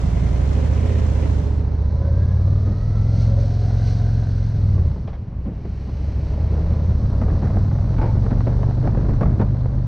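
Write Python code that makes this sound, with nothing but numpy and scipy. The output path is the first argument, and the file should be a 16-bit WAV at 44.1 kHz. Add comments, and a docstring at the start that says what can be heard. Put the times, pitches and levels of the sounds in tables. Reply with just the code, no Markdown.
"""On a road leading away from a brick porch, microphone at the helmet of a rider on a big V-twin motorcycle.
The bike creeps off in first gear, shifts up and gathers speed. Close below, unevenly paired exhaust beats
boom under the engine's clatter and the whine of its gears. The clatter follows the load, hiss and intake
growl follow the throttle, and the clutch whirs as it takes up the drive. As the pace rises, bumps thud
through the frame and rattle the fairing, a wheel strikes loose iron, and wind rumbles at the microphone."""
import sys
import numpy as np
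from scipy import signal
from scipy.io import wavfile
from scipy.ndimage import uniform_filter1d, minimum_filter1d

SR = 44100
rng = np.random.default_rng(int(sys.argv[2]) if len(sys.argv) > 2 else 0)


def inscribe(sig):
    """Save sig as 16-bit PCM at rate SR to the path in sys.argv[1].

    A 1-D sig is mono; a 2-D sig holds one channel per row.
    Samples are clipped to [-1, 1] before scaling.
    """
    pcm = np.round(np.clip(np.atleast_2d(sig).T, -1, 1) * 32767)
    wavfile.write(sys.argv[1], SR, pcm.astype(np.int16))


N = 435266
TIME = np.arange(N) / SR
VEE = 315 / 720  # share of a four-stroke cycle between the two firings of a 45 degree vee


def amp(db):
    """Decibels to gain."""
    return 10 ** (np.asarray(db) / 20)

def unit_rms(x):
    """Scales to rms 1."""
    return x / np.sqrt(np.mean(x ** 2) + 1e-20)

def add(mix, start_s, sound):
    """Mixes a sound in at start_s."""
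    part = mix[round(start_s * SR):][:len(sound)]
    part += sound[:len(part)]

def curve(rows):
    """A time table at every sample."""
    return np.interp(TIME, *np.transpose(rows))

def swells(rows):
    """Smooth humps in time, one for each (middle_s, half_length_s, height)."""
    return sum(height * np.exp(-((TIME - s) / half) ** 2) for s, half, height in rows)

def drift(hz):
    """A random wander of rms 1, changing about hz times a second."""
    knots = rng.standard_normal(4096)
    return unit_rms(np.interp(TIME * hz, np.arange(len(knots)), knots))

def spectrum_db(points, hz):
    """A spectrum's level at hz, on a log-frequency axis."""
    freqs, levels = np.transpose(points)
    return np.interp(np.log(hz + 1), np.log(freqs + 1), levels)

def colour(x, body, modes=(), size=16384):
    """Sounds x through a body: a causal filter with that spectrum and resonant peaks."""
    hz = abs(np.fft.fftfreq(size, 1 / SR))
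    peaks_db = sum(peak / (1 + (2 * (hz - f) / width) ** 2) for f, width, peak in modes)
    log_gain = np.log(amp(spectrum_db(body, hz) + peaks_db))
    response = np.exp(np.conj(signal.hilbert(log_gain)))  # minimum phase
    return signal.oaconvolve(x, np.fft.ifft(response).real[:size // 2])[:N]

def scatter(count, spread_db):
    """Random gains that make strokes uneven."""
    return amp(spread_db * np.clip(rng.standard_normal(count), -2, 2))

def burst(force, body, modes=()):
    """Noise of rms force, sounding through a body."""
    noise = rng.standard_normal(N)
    return colour(force * noise, body, modes) / np.std(colour(noise, body, modes))

def crackle(force, body, pops_per_s=1500):
    """Tiny random pops of rms force, sounding through a body."""
    pops = (rng.random(N) < pops_per_s / SR) * rng.choice([-1, 1], N) * scatter(N, spread_db=4)
    return colour(force * pops, body) / np.std(colour(pops, body))

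def die_away(pulses, decay_s):
    """Gives each pulse an exponential tail."""
    return signal.lfilter([1], [1, -np.exp(-1 / (decay_s * SR))], pulses)

def flaring_noise(at, decay_s, steady, uneven_db):
    """Two noises that flare above a steady floor at the given samples."""
    knocks = np.zeros(N)
    knocks[at] = scatter(len(at), uneven_db)
    return (steady + die_away(knocks, decay_s)) * rng.standard_normal((2, N))

def blow_force(blows):
    """The force of blows that land at once and die away."""
    return sum(amp(db) * (TIME > s) * np.exp(-abs(TIME - s) / decay) for s, db, decay in blows)

def widen(pair, width):
    """Turns two unrelated noises into left and right; width 0 is mono."""
    side = width * pair[1]
    return np.array([pair[0] + side, pair[0] - side])

def crossings(cycles):
    """The samples at which a cycle completes."""
    return np.flatnonzero(np.diff(np.floor(cycles)) > 0)

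def gulps(cycles, rear=.45, uneven_db=1.5):
    """One pressure pulse for each cylinder in every cycle; the rear one is weaker."""
    pulses = np.zeros(N)
    for lag, strength in ((VEE / 2, 1), (-VEE / 2, rear)):
        pulses[1:] += strength * np.diff(np.floor(cycles + lag))
    return pulses * amp(uneven_db * drift(30))


# The exhaust, heard from the saddle: time_s, level_db
EXHAUST_LEVEL = [(0, -17.5), (.7, -15), (1.3, -16), (1.7, -20), (2.05, -16.5), (2.55, -15), (2.75, -19),
                 (3.35, -14.5), (3.55, -19), (3.74, -15.5), (3.9, -17.5), (4.07, -16), (4.4, -19),
                 (4.6, -16), (4.87, -15), (5, -29.5), (5.35, -31.5), (6.4, -18.5), (6.85, -17),
                 (7.3, -19.5), (8.6, -18), (9.87, -20.5)]
# Tone of one pair of beats: engine_multiple, level_db
BEAT_ORDERS = [(1, -2), (2, 2), (3, -8.5), (4, -1), (5, 3), (6, -4), (7, -1), (8, -7), (9, -9), (10, -5),
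               (11, -4.5), (12, -9.5)]
# What the pipes let through: freq_hz, gain_db
PIPE_SPECTRUM = [(12, -14), (24, -13.5), (42, 0), (60, 6.5), (75, 7), (122, 4.5), (140, -3.5), (220, -10),
                 (320, -15), (420, -31.5), (600, -18.5), (1000, -33)]

def exhaust(cycles, speed, uneven_db=0.9, jitter_cycles=0.003, growl_db=-10):
    """The paired beats repeat with the crank; the pipes pass their low orders and a little growl."""
    angle = 2 * np.pi * (cycles + jitter_cycles * drift(25))
    boom, power = np.zeros((2, N))
    for order in range(1, 32):
        pairing = np.cos(np.pi * order * VEE)  # the two cylinders add or cancel
        if order <= len(BEAT_ORDERS):
            weight = np.sign(pairing) * amp(BEAT_ORDERS[order - 1][1])
        else:
            weight = pairing * amp(growl_db)
        pipe_gain = amp(spectrum_db(PIPE_SPECTRUM, order * speed[::256]))
        height = weight * np.interp(TIME, TIME[::256], pipe_gain)
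        spread = .8 - .035 * (order - 5) ** 2  # the pipes smear each beat around its strongest order
        boom += height * np.cos(order * angle + spread)
        power += height ** 2 / 2
    return boom / np.sqrt(power) * amp(curve(EXHAUST_LEVEL) + uneven_db * drift(30))


# The brick porch, beside the bike at the start: freq_hz, gain_db
PORCH_SPECTRUM = [(105, -36), (135, -2.5), (172, 0), (200, -18), (900, -110)]

def porch(cycles, level_db=-24.5, fade_db_per_s=10):
    """The engine's pulses boom hollowly in the porch, fading as the bike leaves."""
    return amp(level_db - fade_db_per_s * TIME) * unit_rms(colour(gulps(cycles), PORCH_SPECTRUM))


# The crankcase, close below the microphone: freq_hz, gain_db
CASING_SPECTRUM = [(100, -22), (180, 6.5), (270, 5), (340, -3), (700, -5.5), (1100, -14.5), (1600, -18),
                   (2100, -25), (2900, -33.5), (4000, -28), (8000, -77)]
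# Ringing of the engine covers: pitch_hz, width_hz, boost_db
COVER_MODES = [(414.4, 42, 7), (563, 94, 6), (1006, 59, 5.5), (2070, 64, 4), (4230, 60, 1.5),
               (7700, 20, 7.5)]
# The clatter sinks while the bike coasts: middle_s, half_length_s, change_db
COASTS = [(4.6, 0.6, -3)]

def casing(firings, cycles, width, level_db=-39, load_follow=0.67, wide_boost_db=3.5, repeating=.55):
    """The firings knock on the crankcase and its covers; part of the rattle repeats every cycle."""
    drive = flaring_noise(firings, decay_s=0.0089, steady=0.6, uneven_db=4.0)
    pair = np.array([unit_rms(colour(x, CASING_SPECTRUM, COVER_MODES)) for x in drive])
    pattern = np.interp(cycles % 1 * 512, np.arange(512), rng.standard_normal(512))
    rattle = unit_rms(colour(pattern, CASING_SPECTRUM, COVER_MODES))
    pair[0] = np.sqrt(1 - repeating) * pair[0] + np.sqrt(repeating) * rattle
    load_db = curve(EXHAUST_LEVEL) + 19.5  # exhaust level above its nominal value
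    clatter_db = level_db + load_follow * load_db + wide_boost_db * width + swells(COASTS)
    return widen(pair, width) * amp(clatter_db)


# Hiss of chain and intake at the helmet, dull and bright: freq_hz, gain_db
DULL_HISS = [(500, -33), (2000, -2), (3300, -8.5), (4200, 3.5), (5000, -1.5), (6200, -1.5), (7000, -17),
             (8500, -23.5), (10500, -35), (16000, -52.5)]
BRIGHT_HISS = [(500, -18.5), (1200, 8.5), (2200, -0.5), (3300, 3), (4800, -2), (5900, 0.5), (7700, -5.5),
               (8700, -12), (16000, -29)]
# Blend of the two: time_s, bright_share
BRIGHTNESS = [(1.1, 0.75), (1.35, 0.7), (1.7, 0.04), (5.1, 0.1)]
# The rider eases the throttle: middle_s, half_length_s, depth_share
THROTTLE_LIFTS = [(1.72, 0.39, 0.19), (5.33, 0.35, 0.84), (9.75, 0.68, 0.37)]
# The rider's head tips toward the engine and uncovers its hiss: middle_s, half_length_s, rise_db
GLANCES = [(3.21, 0.065, 6.5), (3.7, 0.69, 6), (3.9, 0.06, 5)]

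def valve_gear(cycles, width, level_db=-59, throttle_shut_db=-15, bright_db=12):
    """Four valves tick in every cycle over the hiss of chain and intake."""
    drive = flaring_noise(crossings(4 * cycles), decay_s=0.011, steady=3.1, uneven_db=4.0)
    dull = unit_rms(colour(drive[0], DULL_HISS, COVER_MODES))
    bright = np.array([unit_rms(colour(x, BRIGHT_HISS, COVER_MODES)) for x in drive])
    share = curve(BRIGHTNESS)
    hiss = (1 - share) * dull + amp(bright_db) * share * widen(bright, width)
    return hiss * amp(level_db + throttle_shut_db * swells(THROTTLE_LIFTS) + swells(GLANCES))


# Covers and panels buzzing near the rider: middle_s, half_length_s, pitch_hz, width_hz, level_db
BUZZES = [(0.25, .3, 2100, 200, -52), (1.35, .5, 255, 90, -36), (2.08, .1, 555, 50, -37.5),
          (2.35, .1, 1660, 35, -56), (3.33, .16, 560, 55, -38), (4.05, .6, 1540, 300, -55),
          (6.4, .4, 615, 130, -44)]

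def cover_buzz(firings):
    """Covers and panels buzz at their own pitch while the firings shake them."""
    drive = flaring_noise(firings, decay_s=0.012, steady=0.35, uneven_db=2.5)[0]
    out = np.zeros(N)
    for s, half, hz, width_hz, db in BUZZES:
        b, a = signal.iirpeak(hz, hz / width_hz, SR)
        ring = signal.lfilter(b, a, signal.lfilter(b, a, drive))
        out += swells([(s, half, amp(db))]) * unit_rms(ring)
    return out


# Wind right on the microphone: time_s, level_db
WIND_LEVEL = [(0, -35), (1.8, -32), (1.95, -27), (3.6, -27), (4.3, -30), (4.85, -25), (5.35, -30),
              (6.1, -27.5), (7.4, -21), (8.6, -22), (9.35, -18.5), (9.62, -24)]
# Its rumble: freq_hz, gain_db
WIND_SPECTRUM = [(10, -3.5), (30, 6), (45, 9.5), (90, 5), (140, 5.5), (300, -14), (600, -27.5),
                 (1200, -31.5), (9000, -110)]

def wind(lumpy_db=2.0, flap_offset_db=-13, gusty_db=3):
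    """Eddies tumble over the helmet: a lumpy rumble, and small flaps that only strong wind raises."""
    level_db = curve(WIND_LEVEL)
    eddies = rng.standard_normal(N) * amp(lumpy_db * drift(45))
    rumble = unit_rms(colour(eddies, WIND_SPECTRUM)) * amp(level_db)
    flap_db = 2 * level_db - level_db.max() + flap_offset_db  # flaps grow twice as fast as the rumble
    flaps = crackle(amp(flap_db + gusty_db * drift(60)), FRAME_SPECTRUM)  # as dull as the frame's thud
    return rumble + flaps


# The clutch slips or the bike coasts: middle_s, half_length_s, level_db
WHIRS = [(0.505, 1, -52), (4.616, 0.59, -65), (6.203, 0.77, -58)]
# The whir, heard from the saddle: freq_hz, gain_db
WHIR_SPECTRUM = [(200, -80), (900, -26), (1600, -5.5), (2020, -1.5), (3100, -9), (8000, -80)]

def drive_whir():
    """The drive whirs as the bike moves off, as it coasts, and again after the gear change."""
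    return burst(swells([(s, half, amp(db)) for s, half, db in WHIRS]), WHIR_SPECTRUM)


# The throttle opens on moving off: middle_s, half_length_s, level_db
THROTTLE_BLIPS = [(0.59, 0.09, -32), (0.9, 0.22, -30), (1.23, 0.07, -30.5)]
# The air box, close below the rider: freq_hz, gain_db
AIRBOX_SPECTRUM = [(60, -19.5), (130, -2), (220, 1), (340, -10), (600, -10.5), (900, -24), (2500, -49.5),
                   (8000, -110)]
# Its ringing: pitch_hz, width_hz, boost_db
AIRBOX_MODES = [(258.6, 54, 10), (412, 90, 9.8), (551, 72, 12.7)]

def intake(cycles, rasp_db=-17, decay_s=0.035):
    """With the throttle open each gulp of air rings the air box and rasps past the throttle plate."""
    pulses = gulps(cycles)
    duct_echoes = rng.standard_normal(SR // 20) * np.exp(-TIME[:SR // 20] / decay_s)
    growl = unit_rms(colour(signal.oaconvolve(pulses, duct_echoes), AIRBOX_SPECTRUM, AIRBOX_MODES))
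    rush = die_away(pulses, decay_s) * rng.standard_normal(N)
    rasp = amp(rasp_db) * unit_rms(colour(rush, WHIR_SPECTRUM))
    throttle = swells([(s, half, amp(db)) for s, half, db in THROTTLE_BLIPS])
    return throttle * (growl + rasp)


# Gear whines, faint at the helmet: start_s, end_s, engine_multiple, level_db
WHINES = [(2.0, 2.38, 93.5, -53.5), (2.4, 3.5, 62.3, -53), (2.55, 3.3, 93.5, -59), (2.9, 4.7, 19, -46),
          (3.1, 4.35, 32, -43)]

def gear_whine(cycles, flutter_db=3, waver_rad=.9):
    """Meshing teeth sing at multiples of the engine speed, shaken in every cycle."""
    out = np.zeros(N)
    for start, end, multiple, db in WHINES:
        progress = np.clip((TIME - start) / (end - start), 0, 1)
        swell = np.sqrt(abs(np.sin(np.pi * progress)))
        shake = waver_rad * (drift(70) + np.sin(2 * np.pi * cycles))
        out += amp(db + flutter_db * drift(40)) * swell * np.sin(2 * np.pi * multiple * cycles + shake)
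    return out


# Bumps in the road: start_s, thud_db, rattle_db, decay_s
BUMPS = [(2.661, -20.5, -48, 0.047), (4.778, -23, -34, 0.022), (4.958, -21, -43, 0.015),
         (5.455, -23.5, -53, 0.048), (5.648, -23, -49, 0.018), (6.501, -25.5, -41, 0.1),
         (7.211, -21.5, -26.5, 0.019), (7.276, -28, -33.5, 0.082), (7.423, -21.5, -30, 0.034),
         (7.555, -16.5, -32, 0.013), (8.303, -17, -26, 0.029), (8.465, -17.5, -26, 0.022),
         (8.835, -26, -32.5, 0.055), (8.967, -24, -39.5, 0.071), (9.084, -16.5, -30, 0.018),
         (9.207, -17, -24, 0.025), (9.254, -27, -31.5, 0.032), (9.394, -13.5, -22, 0.027)]
# The frame under the rider and the fairing just ahead: freq_hz, gain_db
FRAME_SPECTRUM = [(50, -16), (130, 1.5), (210, 1.5), (330, -7.5), (600, -16), (1200, -33), (3000, -49.5),
                  (9000, -100)]
FAIRING_SPECTRUM = [(100, -25), (350, 6), (600, 6), (1000, -4.5), (1900, -14), (3200, -32.5), (6000, -38.5),
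                    (9000, -62.5)]

def bumps(rise_s=0.0027):
    """Each bump in the road thuds through the frame and shakes the fairing."""
    thud, shake = np.zeros((2, N))
    age = TIME[:SR // 2]
    for s, thud_db, rattle_db, decay_s in BUMPS:
        shape = (1 - np.exp(-age / rise_s)) * np.exp(-age / decay_s)
        add(thud, s, amp(thud_db) * shape)
        add(shake, s, amp(rattle_db) * shape)
    return burst(thud, FRAME_SPECTRUM) + crackle(shake, FAIRING_SPECTRUM)


# The gear lever, down at the rider's foot: start_s, level_db, decay_s
LEVER_CLUNKS = [(5.075, -35, 0.03), (5.13, -39.5, 0.033)]
# Tone of a clunk: freq_hz, gain_db
LEVER_SPECTRUM = [(100, -32), (500, 19), (1000, 3.5), (2200, -6.5), (5800, -22), (8000, -70)]

def gear_lever():
    """Metal strikes metal twice as the lever shifts up."""
    return burst(blow_force(LEVER_CLUNKS), LEVER_SPECTRUM)


def clack(hz, width_hz=260, ring_db=7, buzz=0.12, buzz_s=0.0062):
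    """One panel strikes its mount, buzzes for a moment and rings at its own pitch; peak 1."""
    age = TIME[:1024]
    force = (age == 0) + buzz * np.exp(-age / buzz_s) * rng.standard_normal(len(age))
    sound = colour(force, FAIRING_SPECTRUM, [(hz, width_hz, ring_db)], size=1024)
    return sound / abs(sound).max()

# Hard knocks of the fairing, just ahead of the microphone: start_s, level_db, pitch_hz
PANEL_CLACKS = [(7.215, -21, 600), (7.57, -21.5, 700), (8.264, -23.5, 1095), (8.407, -24.5, 1300),
                (8.632, -23.5, 1100), (8.855, -25, 700), (8.875, -19, 720), (8.948, -26, 880),
                (8.972, -23, 520), (9.215, -20, 888), (9.232, -20, 1150), (9.258, -21, 1310),
                (9.419, -20, 977), (9.658, -25.5, 907)]
# Small knocks of loose parts: time_s, top_level_db
LOOSE_LEVEL = [(6.3, -38), (7.4, -30), (9.3, -29.5), (9.8, -40)]

def panels(hard_boost_db=2.5, loose_count=380, spread_db=8, low_hz=350, high_hz=1800):
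    """The fairing knocks hard on the fast stretch, among many small knocks of loose parts."""
    out = np.zeros(N)
    for s, db, hz in PANEL_CLACKS:
        add(out, s, amp(db + hard_boost_db) * clack(hz))
    times, levels = np.transpose(LOOSE_LEVEL)
    for when, softness, pitch in rng.random((loose_count, 3)):
        s = times[0] + when * (times[-1] - times[0])
        hz = low_hz * (high_hz / low_hz) ** pitch
        add(out, s, amp(np.interp(s, times, levels) - spread_db * softness) * clack(hz))
    return out


# Loose iron in the road, passing under the wheel: start_s, level_db, decay_s
IRON_CLANKS = [(7.982, -25.5, 0.037), (8.014, -25.5, 0.067)]
# Tone of the iron: freq_hz, gain_db
IRON_SPECTRUM = [(100, 5), (300, 7.5), (700, -4.5), (1700, -16), (3000, -29.5), (5500, -32.5),
                 (10000, -94.5)]
# Its ringing: pitch_hz, width_hz, boost_db
IRON_MODES = [(900, 230, 13), (1400, 400, 5), (2250, 200, 8)]

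def road_iron():
    """The wheel strikes and scrapes loose iron, which rings briefly."""
    return burst(blow_force(IRON_CLANKS), IRON_SPECTRUM, IRON_MODES)


# Four-stroke engine speed along the road: time_s, cycles_per_s
ENGINE_SPEED = [(0, 10.64), (0.39, 11.59), (0.5, 13.3), (0.72, 14.55), (0.92, 16.44), (1.13, 14.13),
                (1.77, 14.2), (2.3, 17.87), (3.1, 21.86), (3.85, 22.34), (4.54, 21.79), (5.01, 14.46),
                (5.33, 11.55), (6.11, 13.4), (6.97, 16.69), (8.12, 22.29), (8.92, 25.36), (9.87, 24.78)]

def scene(boom_left_db=-3.0, clatter_left_db=-4.5, hiss_left_db=3.5, wide_until_s=1.31, mono_from_s=2.25):
    """The crank times the engine; boom and clatter start to the right, hiss to the left, then all centre."""
    speed = curve(ENGINE_SPEED)
    cycles = .378 + np.cumsum(speed) / SR  # the crank starts partway through a cycle
    firings = np.concatenate([crossings(cycles + lag) for lag in (-VEE / 2, VEE / 2)])
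    width = np.interp(TIME, [wide_until_s, mono_from_s], [1, 0])
    lean = np.array([[1], [-1]]) * width / 2
    boom = porch(cycles) + exhaust(cycles, speed)
    clatter = gear_whine(cycles) + intake(cycles) + cover_buzz(firings) + casing(firings, cycles, width)
    engine = boom * amp(boom_left_db * lean) + clatter * amp(clatter_left_db * lean)
    engine += valve_gear(cycles, width) * amp(hiss_left_db * lean)
    return engine + gear_lever() + road_iron() + drive_whir() + bumps() + panels() + wind()

def record(dry, ceiling=.39, cutoff_hz=15700):
    """The helmet microphone feeds a limiter that holds the peaks down, then a low-pass filter."""
    allowed_gain = np.minimum(1, ceiling / (abs(dry).max(0) + 1e-9))
    gain = uniform_filter1d(minimum_filter1d(allowed_gain, size=500), size=900)
    lowpass = signal.firwin(511, cutoff_hz, window=("kaiser", 9), fs=SR)
    return signal.oaconvolve(dry * gain, lowpass[None], "same")


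dry = scene()
out = record(dry)
inscribe(out)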